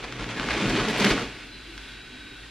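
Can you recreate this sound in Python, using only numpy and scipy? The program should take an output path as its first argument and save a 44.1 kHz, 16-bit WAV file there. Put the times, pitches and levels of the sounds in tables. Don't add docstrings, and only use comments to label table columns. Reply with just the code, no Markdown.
import sys
import numpy as np
from scipy import signal
from scipy.fft import rfft, irfft
from scipy.io import wavfile
from scipy.ndimage import uniform_filter1d

SR = 44100
rng = np.random.default_rng(int(sys.argv[2]) if len(sys.argv) > 2 else 0)


def pcm_store(signal):
    levels = np.round(np.clip(np.atleast_2d(signal), -1, 1) * 32767)
    wavfile.write(sys.argv[1], SR, levels.astype(np.int16).T)


N = 110250

# frequency_hz, level_db
FILM_SPECTRUM = [(150, -30.5), (500, 1), (900, -2), (1400, -1.5), (2400, -1.5), (3600, -5.5), (5000, -13),
                 (6500, -18), (10000, -31), (12500, -60), (15000, -87)]
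# pitch_hz, width_hz, gain_db
BED_MODES = [(45.5, 14.7, 3), (118.8, 14.6, -3.5)]
CREASE_SPREAD_DB, WHISTLE_FLICKER_DB = 3.5, 2


def undb(db):
    return 10 ** (np.asarray(db) / 20)


def unit(x):
    return x / np.sqrt(np.mean(x ** 2))


def curve(rows, column=1):
    rows = np.array(rows)
    return np.interp(np.arange(N) / SR, rows[:, 0], rows[:, column])


def response(spectrum, peaks=()):
    hz = np.maximum(np.arange(N // 2 + 1) * SR / N, 1)
    spectrum = np.array(spectrum)
    gain = undb(np.interp(np.log(hz), np.log(spectrum[:, 0]), spectrum[:, 1]))
    for centre, width, db in peaks:
        gain = gain * undb(db / (1 + (2 * (hz - centre) / width) ** 2))
    cepstrum = irfft(np.log(gain), N)
    return np.exp(rfft(np.r_[cepstrum[0], 2 * cepstrum[1:N // 2]], N))


def colour(x, spectrum, peaks=()):
    gain = response(spectrum, peaks)
    return irfft(rfft(x) * gain, N) / np.sqrt(np.mean(np.abs(gain) ** 2))


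def wander(rate_hz):
    hold = int(SR / rate_hz)
    steps = np.repeat(rng.standard_normal(N // hold + 1), hold)
    return unit(uniform_filter1d(steps, hold)[:N])


def clicks(per_s, spread_db):
    size = undb(spread_db * np.minimum(rng.exponential(size=N), np.pi))
    return unit((rng.random(N) < per_s / SR) * size * np.sign(rng.standard_normal(N)))


def tone(hz, waver, rate_hz):
    return unit(np.sin(2 * np.pi * np.cumsum(hz * (1 + waver * wander(rate_hz))) / SR))


def room_hum():
    # frequency_hz, level_db
    spectrum = [(20, -11), (36, -6.5), (48, 1.5), (68, -9), (120, -7), (170, -13.5), (260, -20),
                (370, -15.5), (480, -21.5), (1200, -21.5), (5000, -46), (15000, -49)]
    # pitch_hz, width_hz, gain_db
    peaks = [(52.5, 7, 13.5), (117.3, 14, 6.5), (254.8, 33, 21.5), (300, 4.9, 24.5), (361.6, 18, 9)]
    return undb(-48) * colour(rng.standard_normal(N), spectrum, peaks)


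def room_air():
    # frequency_hz, level_db
    spectrum = [(30, -11), (130, -8.5), (270, 8.5), (500, 4.5), (1000, -0.5), (2000, -4), (3200, -21),
                (6000, -29), (15000, -42)]
    return undb(-58) * colour(rng.standard_normal(N), spectrum)


def crinkle():
    # time_s, level_db
    swell = [(0, -40), (.1, -41), (.18, -42), (.2, -36), (.26, -40.5), (.3, -36.5), (.35, -37), (.4, -35.5),
             (.45, -34), (.505, -30.5), (.56, -28.5), (.61, -31), (.7, -28.5), (.75, -28.5), (.8, -30),
             (.84, -29.5), (.95, -32), (1.0, -28), (1.04, -25.5), (1.06, -24), (1.115, -25.5), (1.15, -32),
             (1.22, -31.5), (1.28, -44.5), (1.34, -46.5), (1.42, -51.5), (1.55, -65)]
    creases = clicks(per_s=2200, spread_db=CREASE_SPREAD_DB)
    slide = undb(-2.5) * rng.standard_normal(N)
    flicker_db = 1.36 * wander(69.74)
    return colour(unit(creases + slide) * undb(curve(swell) + .5 + flicker_db), FILM_SPECTRUM)


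def billow():
    # time_s, level_db
    swell = [(0, -42.5), (.12, -41), (.3, -36.5), (.45, -33), (.52, -31), (.605, -31.5), (.65, -26.5),
             (.7, -28), (.77, -27.5), (.84, -29.5), (.9, -29.5), (.95, -35), (1.02, -27.5), (1.06, -26),
             (1.12, -24), (1.16, -29), (1.24, -33.5), (1.29, -44), (1.46, -50.5), (1.55, -52), (1.9, -53.5)]
    # frequency_hz, level_db
    spectrum = [(25, -79), (70, -8.5), (130, -1.5), (220, 2), (330, 0), (480, -4.5), (700, -20),
                (1500, -27), (5000, -65)]
    # pitch_hz, width_hz, gain_db
    hollow = [(141, 20, 1.5), (208, 40, 5.5), (263.4, 28, 3), (298, 37, 4.5), (399.6, 59, 6.5),
              (459.5, 31, 4.5)]
    flaps = clicks(per_s=500, spread_db=-2.5)
    return colour(flaps * undb(curve(swell) - .5), spectrum, hollow)


def drag():
    # time_s, level_db
    swell = [(0, -60), (.1, -49), (.15, -43.5), (.33, -38), (.42, -50), (.6, -66), (1.1, -37), (1.24, -46),
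             (1.33, -55), (1.5, -74)]
    hz, width, _ = BED_MODES[1]
    return tone(hz, waver=width / hz / 2, rate_hz=51.5) * undb(curve(swell) + 2 * wander(29.4))


def inrush():
    # time_s, level_db
    draught = [(0, -53), (1.2, -44), (1.5, -45.5), (1.8, -45), (2.3, -46.5), (2.5, -45)]
    # frequency_hz, level_db
    spectrum = [(200, -26), (700, -5.5), (1150, -3.5), (1600, 1.5), (2600, 3.5), (3800, 1), (4900, -4.5),
                (5800, -12), (9500, -18.5), (12500, -42), (15000, -68)]
    # pitch_hz, width_hz, gain_db
    slit = [(1500, 210, 5), (1650, 16, 3), (1880, 27, 4.5), (2350, 270, 2), (2630, 47, -5), (2700, 67, 6.5),
            (3373, 40, 4.5)]
    # time_s, level_db
    ring_swell = [(0, -78), (1.4, -60), (1.75, -55), (2.35, -53.5), (2.5, -65)]
    hiss = colour(rng.standard_normal(N), spectrum, slit) * undb(curve(draught) - wander(13))
    ring = unit(tone(hz=1523, waver=.0298, rate_hz=200) * undb(WHISTLE_FLICKER_DB * wander(90)))
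    return hiss + ring * undb(curve(ring_swell))


def snaps():
    # start_s, level_db, tilt_db_per_octave, crackle_db
    creases = [(.0418, -23.5, 2, -2), (.1248, -21, 2, -3), (.1948, -24, -7, -1), (.2429, -21, 1.5, -9),
               (.2903, -22.5, 1, -4), (.3975, -13, -1, -5), (.4884, -13, -3, -9), (.5003, -23, -9, -7),
               (.508, -16.5, -2.5, -2), (.6966, -24.5, 8, 7), (.7862, -20, -5.5, 1), (.8, -23, -1, -1),
               (.8855, -23.5, 9.5, 3), (.9998, -12.5, 5.5, -1.5), (1.006, -19, 10, 2),
               (1.0445, -9.5, 0, 3.5), (1.047, -8.5, -1.5, -11.5), (1.0497, -10, 7, -8.5),
               (1.0707, -18, -2, 3), (1.105, -16, -0.5, 6), (1.109, -14, 3.5, 5), (1.121, -17, -1, -9),
               (1.1785, -18, -7.5, 3), (1.7786, -24.5, 3, -4)]
    # frequency_hz, level_db
    spectrum = [(150, -25), (600, -13.5), (1400, 5.5), (2800, -1.5), (4600, -7.5), (6000, -15),
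                (10000, -38), (15000, -77)]
    decay_s, gain = .0041, undb(-24) * np.sqrt(SR / 20)
    out, t = np.zeros(N), np.arange(N) / SR
    for start, db, tilt, crackle_db in creases:
        crackle = rng.standard_normal(N) * np.exp(-t / decay_s)
        crack = (t == 0) + undb(crackle_db) * crackle / np.linalg.norm(crackle)
        tilted = [(hz, level + tilt * np.log2(hz)) for hz, level in spectrum]
        out += gain * undb(db) * colour(np.roll(crack, int(start * SR)), tilted)
    return out


def bumps():
    # middle_s, level_db, spread_s
    presses = [(0.053, -47, 0.035), (.228, -36, 0.022), (.405, -43, 0.011), (0.522, -36.5, 0.04),
               (0.7, -32.5, .022), (.825, -37, 0.026), (1.0, -41, .02), (1.125, -29.5, 0.015),
               (1.24, -43, .025)]
    out, t = np.zeros(N), np.arange(N) / SR
    for hz, width, mode_db in BED_MODES:
        sway = np.sin(2 * np.pi * np.cumsum(hz + width / 2 * wander(24.27)) / SR)
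        for middle, db, spread in presses:
            out += undb(db + mode_db) * sway * np.exp(-.5 * ((t - middle) / spread) ** 2)
    return out


def crumples():
    # middle_s, level_db, spread_s, resonance_hz
    patches = [(0.382, -34.5, .012, 1820), (.43, -39, .015, 1390), (0.509, -26, 0.008, 2330),
               (0.594, -38, .012, 1690), (0.801, -27.5, 0.013, 1330), (1.064, -24.5, 0.0073, 1580),
               (1.183, -34.5, .01, 1500), (1.333, -47.5, 0.018, 2760)]
    resonance_db = 13
    out, t = np.zeros(N), np.arange(N) / SR
    for middle, db, spread, hz in patches:
        swell = np.exp(-.5 * ((t - middle) / spread) ** 2)
        burst = clicks(per_s=1800, spread_db=CREASE_SPREAD_DB) * swell
        out += undb(db) * colour(burst, FILM_SPECTRUM, [(hz, hz / 2, resonance_db)])
    return out


def flops():
    # start_s, pitch_hz, level_db, decay_s
    folds = [(0.566, 340, -27.5, 0.0095), (0.617, 209.5, -24, 0.04), (.626, 327.8, -29, 0.017),
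             (.65, 127.6, -29, .05), (.72, 255, -27.5, 0.024), (.737, 121.8, -24.5, 0.028),
             (0.755, 300.6, -23, 0.02), (.775, 420, -27.5, 0.037), (.795, 133, -29, 0.018),
             (.81, 240, -30.5, 0.036), (0.874, 422, -24, 0.016), (0.884, 220, -29, 0.028),
             (0.989, 400.6, -24.5, 0.021), (1.006, 210.6, -22.5, 0.046), (1.011, 146.8, -31, 0.027),
             (1.039, 397, -21.5, 0.016), (1.05, 208, -18.5, .034), (1.099, 122.7, -22, 0.025),
             (1.154, 270, -28, 0.015), (1.681, 341, -42.5, 0.034)]
    rise_s, sag_per_s = .0064, .53
    out, t = np.zeros(N), np.arange(N) / SR
    for start, hz, db, decay in folds:
        age = np.maximum(t - start, 0)
        boom = tone(hz * np.exp(-sag_per_s * age), waver=.0248, rate_hz=80)
        out += undb(db) * boom * np.minimum(age / rise_s, np.exp((rise_s - age) / decay))
    return out


def flicks():
    # middle_s, level_db, spread_s
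    whips = [(0.906, -50, 0.013), (.983, -44.5, .002), (1.0, -48, 0.021), (1.048, -39, .005),
             (1.1, -47, .02)]
    # frequency_hz, level_db
    spectrum = [(1000, -29), (4000, -8), (7500, -2), (10000, 0), (12500, -4), (15000, -35)]
    t = np.arange(N) / SR
    swell = sum(undb(db) * np.exp(-np.abs(t - middle) / spread) for middle, db, spread in whips)
    return colour(swell * rng.standard_normal(N), spectrum)


def whistle():
    # time_s, pitch_hz, level_db
    glide = [(1.42, 4150, -79), (1.47, 4080, -58), (1.555, 4040, -48.5), (1.6, 3990, -55),
             (1.69, 3976, -58), (1.8, 4016, -59), (1.86, 3890, -59), (1.96, 3910, -52), (2.08, 3863, -56),
             (2.17, 3860, -52), (2.38, 3776, -54), (2.44, 3805, -58), (2.5, 3830, -63)]
    note = tone(curve(glide), waver=.0045, rate_hz=200)
    flicker = undb(WHISTLE_FLICKER_DB * wander(90))
    return unit(note * flicker) * undb(curve(glide, column=2))


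def room(x):
    t60_s, gap_s, tail_db = .36, .003, -7
    t = np.arange(SR // 2) / SR
    tail = rng.standard_normal(len(t)) * np.exp(-np.log(1000) * t / t60_s) * (t > gap_s)
    tail = signal.sosfilt(signal.butter(2, 500, "high", fs=SR, output="sos"), tail)
    impulse = (t == 0) + undb(tail_db) * tail / np.linalg.norm(tail)
    return signal.fftconvolve(x, impulse / np.linalg.norm(impulse))[:N]


def scene():
    # frequency_hz, side_gain_db
    width = [(60, -74), (200, -70), (400, -23), (800, -20), (1500, -24.5), (2400, -25.5), (3200, -14.5),
             (4400, -5.5), (7000, 1), (10000, 8), (14000, 38.5)]
    handling = snaps() + crumples() + flops() + bumps() + drag()
    whistling = whistle()
    mid, side = (room(handling + crinkle() + billow() + inrush()) + whistling for _ in range(2))
    mid = mid + flicks() + room_hum()
    side = irfft(rfft(side) * 1j * np.abs(response(width)), N) + room_air()
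    return np.array([mid + side, mid - side])


def record(dry):
    top_hz = 14500
    return signal.sosfilt(signal.ellip(8, .2, 70, top_hz, fs=SR, output="sos"), dry)


dry = scene()
out = record(dry)
pcm_store(out)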